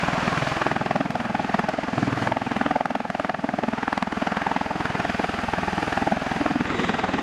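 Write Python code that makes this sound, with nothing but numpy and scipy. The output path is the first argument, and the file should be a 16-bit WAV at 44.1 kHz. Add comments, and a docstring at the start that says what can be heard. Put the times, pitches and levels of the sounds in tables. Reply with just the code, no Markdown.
"""A tiltrotor hovers low over a field, heard from the ground and at first from behind.
From the start the turbines hiss, the downwash roars, and each blade pushes the air and slaps through
the tip vortices of the blades before it. From 0.5 s some blades cut a vortex core and crack.
Around 4 s the compressor whine grows. At 6.67 s the aircraft is heard from the side:
the rumble jumps, the slaps lengthen and a harder exhaust band comes through."""
import sys
import numpy as np
from scipy import signal
from scipy.fft import rfft, irfft, next_fast_len
from scipy.io import wavfile
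from scipy.ndimage import uniform_filter1d, map_coordinates

SR = 44100
rng = np.random.default_rng(int(sys.argv[2]) if len(sys.argv) > 2 else 0)


def transcribe(signal):
    """Save signal, clipped to [-1, 1], as a 16-bit WAV file at the path in sys.argv[1]."""
    frames = np.atleast_2d(signal).T
    limited = np.clip(frames, -1, 1)
    pcm = np.round(limited * 32767).astype(np.int16)
    wavfile.write(sys.argv[1], SR, pcm)


N = 318402
NOW = np.arange(N) / SR
PULSE_TIME = np.arange(-2048, 2048) / SR  # seconds about the middle of one pulse
BLADE_HZ = 20.54  # blade-passage frequency
SIDE_S = 6.665  # heard from the side after this time
ROAR_DB, ROAR_GROWS = -34.5, 0.98  # level in average flow; dB gained per dB of churn

# How deep the blades dip into the wake: (time [s], level [dB])
WAKE = [(0.04, -31), (0.42, -27.5), (0.62, -34.5), (0.72, -31.5), (1.1, -31.5), (1.22, -35), (1.65, -33.5),
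        (1.89, -44), (1.98, -26.5), (2.22, -28.5), (2.4, -35.5), (2.55, -33), (2.9, -39), (3.15, -40.5),
        (3.45, -37), (3.6, -36), (3.68, -34.5), (3.77, -39), (4.03, -43.5), (4.22, -37), (4.55, -40),
        (4.95, -31), (5.29, -38.5), (5.55, -34.5), (5.95, -35.5), (6.07, -33.5), (7.19, -41.5)]
# How hard the churned air blows toward the listener: (time [s], level [dB])
CHURN = [(0.04, -33.5), (0.28, -32), (0.5, -33), (0.78, -39), (1.01, -43.5), (1.5, -39.5), (1.79, -42.5),
         (2.0, -39.5), (2.25, -37), (2.36, -43), (2.66, -39.5), (2.8, -45), (3.05, -47), (3.22, -42.5),
         (3.36, -47), (3.93, -41.5), (4.06, -45.5), (4.22, -38.5), (4.68, -41), (5.0, -36.5), (5.3, -38),
         (5.6, -36.5), (5.98, -35), (6.18, -38.5), (6.36, -35), (6.55, -39), (6.75, -39.5), (7.19, -41.5)]
# Blades that cut a vortex core: (time [s], edge level [dB], body level [dB])
CRACKS = [(0.4763, -52, -47), (0.7161, -59, -37), (0.9595, -64, -34.5), (1.0115, -72, -35),
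          (1.1056, -46.5, -43), (1.1556, -54, -41), (1.3522, -72, -33), (1.5457, -74, -36),
          (1.5925, -51, -32.5), (1.6897, -46, -45), (1.9804, -68, -34), (2.2727, -63, -27.5),
          (2.3215, -70, -34), (2.3702, -70, -35), (2.566, -52, -34), (2.6129, -69, -30),
          (2.6625, -68, -29.5), (2.7114, -71, -31), (2.7601, -75, -33.5), (2.8092, -65, -35),
          (2.8568, -49, -30.5), (2.9087, -59, -41), (2.9524, -55, -33), (3.1021, -51, -33.5),
          (3.1984, -51, -31.5), (3.2477, -68, -34.5), (3.296, -57, -37), (3.3444, -73, -33.5),
          (3.4908, -63, -34), (3.6395, -70, -37), (3.688, -59, -46), (3.8797, -66, -35),
          (3.9289, -48.5, -32), (3.9775, -45.5, -32), (4.026, -45, -30.5), (4.124, -54, -34),
          (4.3701, -68, -39), (4.6136, -62, -36), (4.8558, -50, -32.5), (6.4625, -65, -31)]
# Spectrum of a steep pressure edge: (frequency [Hz], level [dB])
EDGE_SPECTRUM = [(1500, 3), (4500, 8), (7000, -0.5), (11000, -9.5), (15000, -24)]


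def amp(db):
    return 10 ** (np.asarray(db) / 20)


def unit(x):
    """Every row at rms 1."""
    return x / np.sqrt(np.mean(x ** 2, axis=-1, keepdims=True) + 1e-20)


def curves(rows, at):
    """Linear interpolation of each column after the time."""
    times, *columns = np.transpose(rows)
    return [np.interp(at, times, column) for column in columns]


def swing(rows, at):
    """Deviation of a level curve from its time average, in dB."""
    return curves(rows, at)[0] - curves(rows, NOW)[0].mean()


def swells(rows, at):
    """Superposed Gaussian bells, one per (time, width at half height, peak values...) row."""
    times, widths, *columns = np.transpose(rows)
    bells = .5 ** ((2 * (at[:, None] - times) / widths) ** 2)
    return [bells @ column for column in columns]


def wobble(rate):
    """A smooth random curve, rate knots a second."""
    return map_coordinates(rng.standard_normal(int(N * rate / SR) + 4), [NOW * rate])


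def from_side(at):
    """Directivity switch: 0 from behind, 1 from the side."""
    return 1. * (at > SIDE_S)


def side_ease(at, db_per_s=1):
    """Exponential decay: dB lost since the aircraft was first heard from the side."""
    return db_per_s * np.maximum(at - SIDE_S, 0)


def coloured(x, spectrum, stretch=1):
    """Zero-phase filtering of each row; stretch scales the spectrum's frequencies."""
    n = x.shape[-1]
    size = next_fast_len(n)
    knots_hz, knots_db = np.transpose(spectrum)
    hz = np.fft.rfftfreq(size, 1 / SR) / stretch
    gain = amp(np.interp(np.log(hz + 1), np.log(knots_hz), knots_db))
    return irfft(rfft(x, size) * gain, size)[..., :n]


def turbulence(spectrum, patchy_db):
    """Turbulent noise of rms 1, its gain varying in random patches of time and frequency."""
    bins = signal.stft(rng.standard_normal(N), nperseg=512)[2]
    patches = uniform_filter1d(rng.standard_normal(bins.shape), size=4, axis=0)
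    patches = uniform_filter1d(patches, size=12, axis=1)
    noise = signal.istft(bins * amp(patchy_db * patches / patches.std()), nperseg=512)[1][:N]
    return unit(coloured(noise, spectrum))


def bursts(times, spectrum, rise, fall, scatter, memory, tail_db, tail, stretch=1):
    """One pressure spike per blade in a cloud of eddies; memory correlates successive clouds."""
    t = PULSE_TIME
    noise = rng.standard_normal((len(times), len(t)))
    eddies = unit(signal.lfilter([1], [1, -memory], noise, axis=0))
    crossing = np.exp(-np.abs(t) / np.where(t < 0, rise, fall))
    scattered = amp(tail_db) * (t > 0) * np.exp(-np.abs(t) / tail)  # from ground and trees
    cloud = unit(coloured(eddies * (crossing + scattered), spectrum, stretch))
    spike = unit(coloured(1. * (t == 0), spectrum, stretch))
    return unit(spike + scatter * cloud)


def train(pulses, times, level_db, uneven_db):
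    """Superposed pulses; level_db is the mean over a blade period, uneven_db its random spread."""
    duty = SR / BLADE_HZ / len(PULSE_TIME)
    gain = amp(level_db + uneven_db * rng.standard_normal(len(times))) * np.sqrt(duty)
    index = np.round((times[:, None] + PULSE_TIME) * SR).astype(int)
    inside = (index >= 0) & (index < N)
    return np.bincount(index[inside], (pulses * gain[:, None])[inside], N)


def ground_reflection(x):
    """Comb filtering: a soft, inverted reflection off the grass interferes with the direct sound."""
    # Reflected path: (time [s], delay [s], amplitude weight [ratio])
    path = [(0.3, 0.0024, 0.8), (1.3, 0.0021, 0.095), (2.7, 0.0021, 0.59), (4.5, 0.0015, 0.12),
            (5.5, 0.00198, 0.93), (6.62, 0.0017, 0.44), (6.7, 0.0014, 0.087)]
    # What the grass sends back: (frequency [Hz], gain [dB])
    grass = [(200, -14), (420, -10), (1100, -6), (1500, -44), (2100, -16), (3000, -30)]
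    delay, share = curves(path, NOW)
    bounce = np.interp(NOW - delay, NOW, coloured(x, grass))
    return (x - share * bounce) / np.sqrt(1 + share ** 2)


def turbines():
    """Jet noise hisses through churning air, compressors whine; one exhaust band radiates sideways."""
    # Low, middle and high jet bands, side exhaust and whine: (frequency [Hz], level [dB])
    rush_spectrum = [(1200, -5), (2000, -1.5), (2400, 3), (2900, -1), (3300, -5), (4000, -13.5),
                     (6000, -29), (12000, -120)]
    hiss_spectrum = [(2500, -15), (3600, 0.5), (4050, 0), (4500, 2.5), (4850, 0), (5300, -1), (5800, -3),
                     (6400, -3.5), (7400, -7), (8000, -13), (10000, -27), (15000, -70)]
    fizz_spectrum = [(5000, -40), (7800, 0), (9000, 2), (10500, -3), (12000, -7.5), (13500, -14),
                     (15000, -17)]
    exhaust_spectrum = [(800, -22), (1080, 5), (1450, -26), (1740, -10), (1900, 9.5), (2150, -2),
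                        (2600, -8), (3300, -5.5), (3600, -2.5), (3900, -3), (4250, -22), (5100, -16),
                        (5700, -28), (6200, -16), (6650, -21), (7100, -16), (8000, -26), (12000, -48)]
    whine_spectrum = [(4300, -30), (4620, -7), (4850, 0), (5050, -5), (5300, -30), (5900, -22),
                      (6400, -7.5), (6900, -24), (9000, -70)]
    # Compressor whine: (time [s], level [dB])
    whine_level = [(3.9, -67), (4.4, -58), (5.2, -55.5), (6.6, -55.5), (6.7, -64)]
    # Swells of the treble: (time [s], width [s], hiss gain [dB], fizz gain [dB])
    hiss_swells = [(.08, 0.28, 0.5, 0), (.36, 0.78, 3, 1), (.55, 0.21, 1, 0.5), (1.75, 0.49, 1, -3),
                   (2.0, 0.18, 3.5, 2.5), (2.22, 0.14, 3.5, 4.5), (5.5, 0.92, 0.5, 2.5),
                   (5.95, 0.24, 2, 3.5), (6.35, 0.21, 1, 2), (6.85, .17, 1, 3)]
    # Swell of the side exhaust: (time [s], width [s], gain [dB])
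    exhaust_swell = [(6.84, 0.25, 6)]
    churn_db, side = swing(CHURN, NOW), from_side(NOW)
    hiss_gain_db, fizz_gain_db = swells(hiss_swells, NOW)
    exhaust_db = -40.5 + swells(exhaust_swell, NOW)[0] - side_ease(NOW)
    hiss_db = -51 + .7 * churn_db + hiss_gain_db + .5 * side
    fizz_db = -64.5 + .63 * churn_db + fizz_gain_db - 4.5 * side
    exhaust = amp(exhaust_db) * side * turbulence(exhaust_spectrum, patchy_db=.6)
    rush = amp(-41 + .86 * churn_db) * turbulence(rush_spectrum, patchy_db=1)
    hiss = amp(hiss_db) * turbulence(hiss_spectrum, patchy_db=.5)
    fizz = amp(fizz_db) * turbulence(fizz_spectrum, patchy_db=1.2)
    whine = amp(curves(whine_level, NOW)[0]) * turbulence(whine_spectrum, patchy_db=0)
    flutter = amp(.6 * wobble(12) + .6 * wobble(90))
    return (rush + hiss + fizz + whine + exhaust) * flutter


def downwash():
    """Turbulent flow noise: the rotor wake rumbles and roars, amplitude-modulated by gusts."""
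    # Low and middle bands of the flow: (frequency [Hz], level [dB])
    rumble_spectrum = [(15, -32), (50, -24), (90, -11), (140, -6), (220, -0.5), (310, -2.5), (365, -6),
                       (450, -8), (800, -13.5), (4000, -120)]
    roar_spectrum = [(200, -39), (460, -10.5), (620, -2), (790, -1), (1000, -4.5), (1180, -1.5),
                     (1650, -2.5), (2050, -9.5), (2700, -27), (4200, -49), (12000, -120)]
    side, gust = from_side(NOW), wobble(11)
    rumble_db = -41.5 + swing(WAKE, NOW) + 14.5 * side - side_ease(NOW)
    roar_db = ROAR_DB + ROAR_GROWS * swing(CHURN, NOW) - .5 * side
    rumble = amp(rumble_db + .5 * gust) * turbulence(rumble_spectrum, patchy_db=3)
    roar = amp(roar_db + .27 * gust) * turbulence(roar_spectrum, patchy_db=1.75)
    return ground_reflection(rumble + roar)


def blade_push(times):
    """Loading noise: the steady force of each blade on the air radiates a smooth, low pulse."""
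    # Loading pulse: (frequency [Hz], level [dB])
    spectrum = [(12, -38), (24, -14), (41, -2.5), (62, 4.5), (82, 6), (105, 3.5), (150, -5), (600, -120)]
    # Air load on the blades: (time [s], level [dB])
    load = [(0.1, -43.5), (0.32, -45), (1.01, -51.5), (2.0, -48.5), (2.77, -49), (2.79, -55.5), (5.16, -45),
            (7.2, -47)]
    push = -unit(coloured(1. * (PULSE_TIME == 0), spectrum))
    return train(push, times, -45 + 1.2 * swing(load, times), uneven_db=1.7)


def wake_thud(times):
    """Blade-wake interaction: the deeper a blade dips into the wake, the louder it thuds."""
    # Deep thud: (frequency [Hz], level [dB])
    spectrum = [(30, -68), (75, -30), (103, -11.5), (125, -3.5), (155, -1.5), (190, -5), (270, -32),
                (900, -120)]
    thud = bursts(times, spectrum, rise=.0042, fall=.0065, scatter=.9, memory=.88,
                  tail_db=-20, tail=.016)
    return train(thud, times + .0015, -40 + 1.21 * swing(WAKE, times), uneven_db=1.55)


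def vortex_thump(times, wander, centre_hz=240):
    """Unsteady loading: a blade passing close over a vortex gives a hollow thump."""
    # Hollow thump: (frequency [Hz], level [dB])
    spectrum = [(60, -70), (145, -25), (172, -13), (195, -3.5), (235, 0), (290, -2), (320, -13), (350, -27),
                (405, -21), (500, -32), (800, -60), (2000, -120)]
    # Close passes: (time [s], width [s], gain [dB], centre shift [Hz])
    close_passes = [(.3, 0.5, 0.5, 3), (.68, 0.15, 3.5, 29), (.44, 0.11, -2, -6), (1.0, 0.12, 6.5, -19),
                    (1.16, 0.041, -2, 2), (1.37, 0.25, 2.5, 21), (1.56, 0.081, 5, -11), (1.8, 0.096, 2, 4),
                    (2.03, 0.17, 8, -13), (2.23, 0.058, 5, -8), (2.6, 0.27, 5.5, -3),
                    (2.96, 0.045, 3.5, -2), (3.35, 0.045, -11, 0), (3.45, 0.057, 6.5, 3),
                    (3.68, 0.14, 6, -13), (4.03, 0.068, 5, -10), (4.22, 0.061, 5.5, 17),
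                    (5.2, 0.039, 3.5, -8), (6.04, 0.078, 8.5, 32), (6.12, .04, 9.5, -4),
                    (6.45, 0.17, 9, -4), (6.59, 0.054, 10.5, -11), (6.9, 0.031, 7.5, 1)]
    gain_db, shift_hz = swells(close_passes, times)
    stretch = (1 + shift_hz / centre_hz) * np.exp(.057 * rng.standard_normal(len(times)))
    thump = bursts(times, spectrum, rise=.0038, fall=.0046, scatter=1.4, memory=.6,
                   tail_db=-22, tail=.014, stretch=stretch[:, None])
    return train(thump, times + .0015 + .00046 * wander, -34 + gain_db, uneven_db=1.5)


def core_cracks():
    """Impulsive noise: cutting a vortex core sends out a steep pressure drop, then a short spatter."""
    # Body of the crack: (frequency [Hz], level [dB])
    body_spectrum = [(200, -12), (480, -6), (750, 9.5), (1000, 7), (1200, 11), (1750, 8.5), (2250, -2),
                     (3100, -7.5), (4200, -22), (8000, -50), (16000, -90)]
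    times, edge_db, body_db = np.transpose(CRACKS)
    edge = bursts(times, EDGE_SPECTRUM, rise=.0001, fall=.0013, scatter=1.5, memory=0,
                  tail_db=-17, tail=.008)
    body = bursts(times, body_spectrum, rise=.0007, fall=.0023, scatter=1.6, memory=0,
                  tail_db=-20, tail=.006)
    return ground_reflection(-train(edge, times, edge_db, uneven_db=.5)
                             - train(body, times, body_db, uneven_db=.5))


def blade_slap(times, wander, base_db=-34.5, centre_hz=770):
    """Blade-vortex interaction: crossing a tip vortex gives a slap, a rasp and a faint bright edge."""
    # Slap and rasp: (frequency [Hz], level [dB])
    slap_spectrum = [(250, -63), (370, -19.5), (425, -15), (505, -12.5), (590, -6.5), (660, -0.5), (790, 1),
                     (900, -1.5), (1010, -24.5), (1500, -29), (4000, -120)]
    rasp_spectrum = [(200, -34), (355, -0.5), (405, 1), (450, 2.5), (520, -16.5), (900, -3), (1010, -2.5),
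                     (1110, -0.5), (1400, -4), (1800, -3.5), (2150, -10), (2700, -12.5), (4000, -25),
                     (4800, -25.5), (16000, -63)]
    # Runs of slaps as a tip vortex drifts through the rotor:
    # (time [s], width [s], slap gain [dB], rasp gain [dB], centre shift [Hz])
    runs = [(.09, 0.048, 6, -3, 0), (.67, .04, 2, -1, 5), (.72, 0.29, 5.5, 6, 3), (.95, 0.14, 8, 3.5, -73),
            (1.16, 0.058, 7, 6, -30), (1.24, 0.14, -1, -1, 0), (1.37, 0.099, 8.5, -4, -33),
            (1.56, 0.085, 9, 8, -12), (1.69, 0.05, 8.5, 6.5, -28), (1.78, 0.057, 7, -2, -35),
            (1.99, 0.04, 5.5, -3, -50), (2.27, 0.044, 2.5, 1.5, 2), (2.33, 0.14, 9, 1, 2),
            (2.64, 0.23, 6, 3.5, -28), (2.77, 0.12, 9, 1.5, -1), (2.94, 0.07, 8, 9.5, -16),
            (3.2, 0.23, 5, 3, -10), (3.31, 0.051, 6.5, 7.5, 12), (3.39, 0.034, -6, -1.5, 0),
            (3.45, 0.077, 5, -0.5, -14), (3.59, 0.15, 6.5, 4, -65), (3.92, 0.23, 2.5, 5.5, 54),
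            (4.26, 0.088, 7.5, 2, -29), (4.37, 0.068, 4.5, 8, 0), (4.48, 0.058, 9.5, 1.5, 23),
            (4.58, 0.12, 8, 3, 14), (4.71, 0.027, 5, 0, 0), (5.05, 0.086, 6.5, 2, -17),
            (5.22, 0.064, 9, 2, -27), (5.53, 0.12, 4, 2, 27), (5.78, 0.38, 3, 1, 48),
            (5.99, 0.066, 5, 2, 5), (6.1, 0.089, 11.5, 0, -12), (6.46, 0.092, 7, -1.5, -81),
            (6.7, 0.14, -2.5, 1.5, 0), (6.8, 0.041, -3, 4, 0), (6.92, 0.13, 3, 5.5, 40),
            (7.05, 0.071, 6.5, 6, -7), (7.13, 0.045, 0, 4.5, 4)]
    churn_db, side = swing(CHURN, times), from_side(times)
    slap_gain_db, rasp_gain_db, shift_hz = swells(runs, times)
    rasp_db = base_db + .67 * churn_db + rasp_gain_db + 1.5 * side
    edge_db = -70.5 + .6 * (rasp_db - base_db)
    sharpness = rng.standard_normal(len(times))
    slap_stretch = (1 + shift_hz / centre_hz) * np.exp(.012 * sharpness)
    rasp_stretch = 1.015 * 1.01 ** side * np.exp(.043 * sharpness)
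    # Bursts lengthen in churned air and from the side; hard slaps are shorter.
    smear = np.clip(amp(.25 * (ROAR_DB + ROAR_GROWS * churn_db - rasp_db)), .75, 1.3)
    spread = (smear * 2.1 ** side * np.exp(-.036 * slap_gain_db))[:, None]
    slap = bursts(times, slap_spectrum, rise=.004 * spread, fall=.0036 * spread, scatter=1.6,
                  memory=.4, tail_db=-18, tail=.018, stretch=slap_stretch[:, None])
    rasp = bursts(times, rasp_spectrum, rise=.005 * spread ** .5, fall=.0053 * spread ** .5,
                  scatter=5.2, memory=.3, tail_db=-16, tail=.015, stretch=rasp_stretch[:, None])
    edge = bursts(times, EDGE_SPECTRUM, rise=.001, fall=.004, scatter=3, memory=0,
                  tail_db=-15, tail=.008)
    # A blade that cracks cleanly rasps 2 dB less.
    cracking = np.abs(times[:, None] - np.transpose(CRACKS)[0]).min(axis=1) < .5 / BLADE_HZ
    slaps = train(slap, times + .00024 * wander, base_db + slap_gain_db, uneven_db=0)
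    rasps = train(rasp, times - .0006 + .0003 * wander, rasp_db - 2 * cracking, uneven_db=1.5)
    edges = train(edge, times - .001, edge_db, uneven_db=3.5)
    return slaps + ground_reflection(rasps) - edges


def rotors():
    """Rotor noise repeats at the blade-passage frequency; wandering vortices jitter its timing."""
    # Arrival of the slap within its blade period: (time [s], delay [s])
    arrival = [(0.04, 0.037), (0.52, 0.0344), (1.3, 0.036), (1.74, 0.0352), (2.32, 0.0342), (3.49, 0.0354),
               (3.64, 0.0341), (4.12, 0.0349), (4.32, 0.0382), (5.24, 0.0356), (6.22, 0.0365),
               (6.66, 0.0352), (6.7, 0.0288), (7.19, 0.0335)]
    beats = np.arange(int(N / SR * BLADE_HZ)) / BLADE_HZ
    times = beats + curves(arrival, beats)[0]
    wander = rng.standard_normal(len(times))
    return blade_push(times) + wake_thud(times) + vortex_thump(times, wander) + blade_slap(times, wander)


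def scene():
    """Superposition of the aircraft's sources, in mono."""
    return (turbines() + downwash() + core_cracks() + rotors())[None]


def record(dry):
    """Band limiting: an ideal low-pass filter removes the highest treble."""
    top_hz = 15250
    size = next_fast_len(N + SR // 2)
    passband = np.fft.rfftfreq(size, 1 / SR) < top_hz
    return irfft(rfft(dry, size) * passband, size)[..., :N]


dry = scene()
out = record(dry)
transcribe(out)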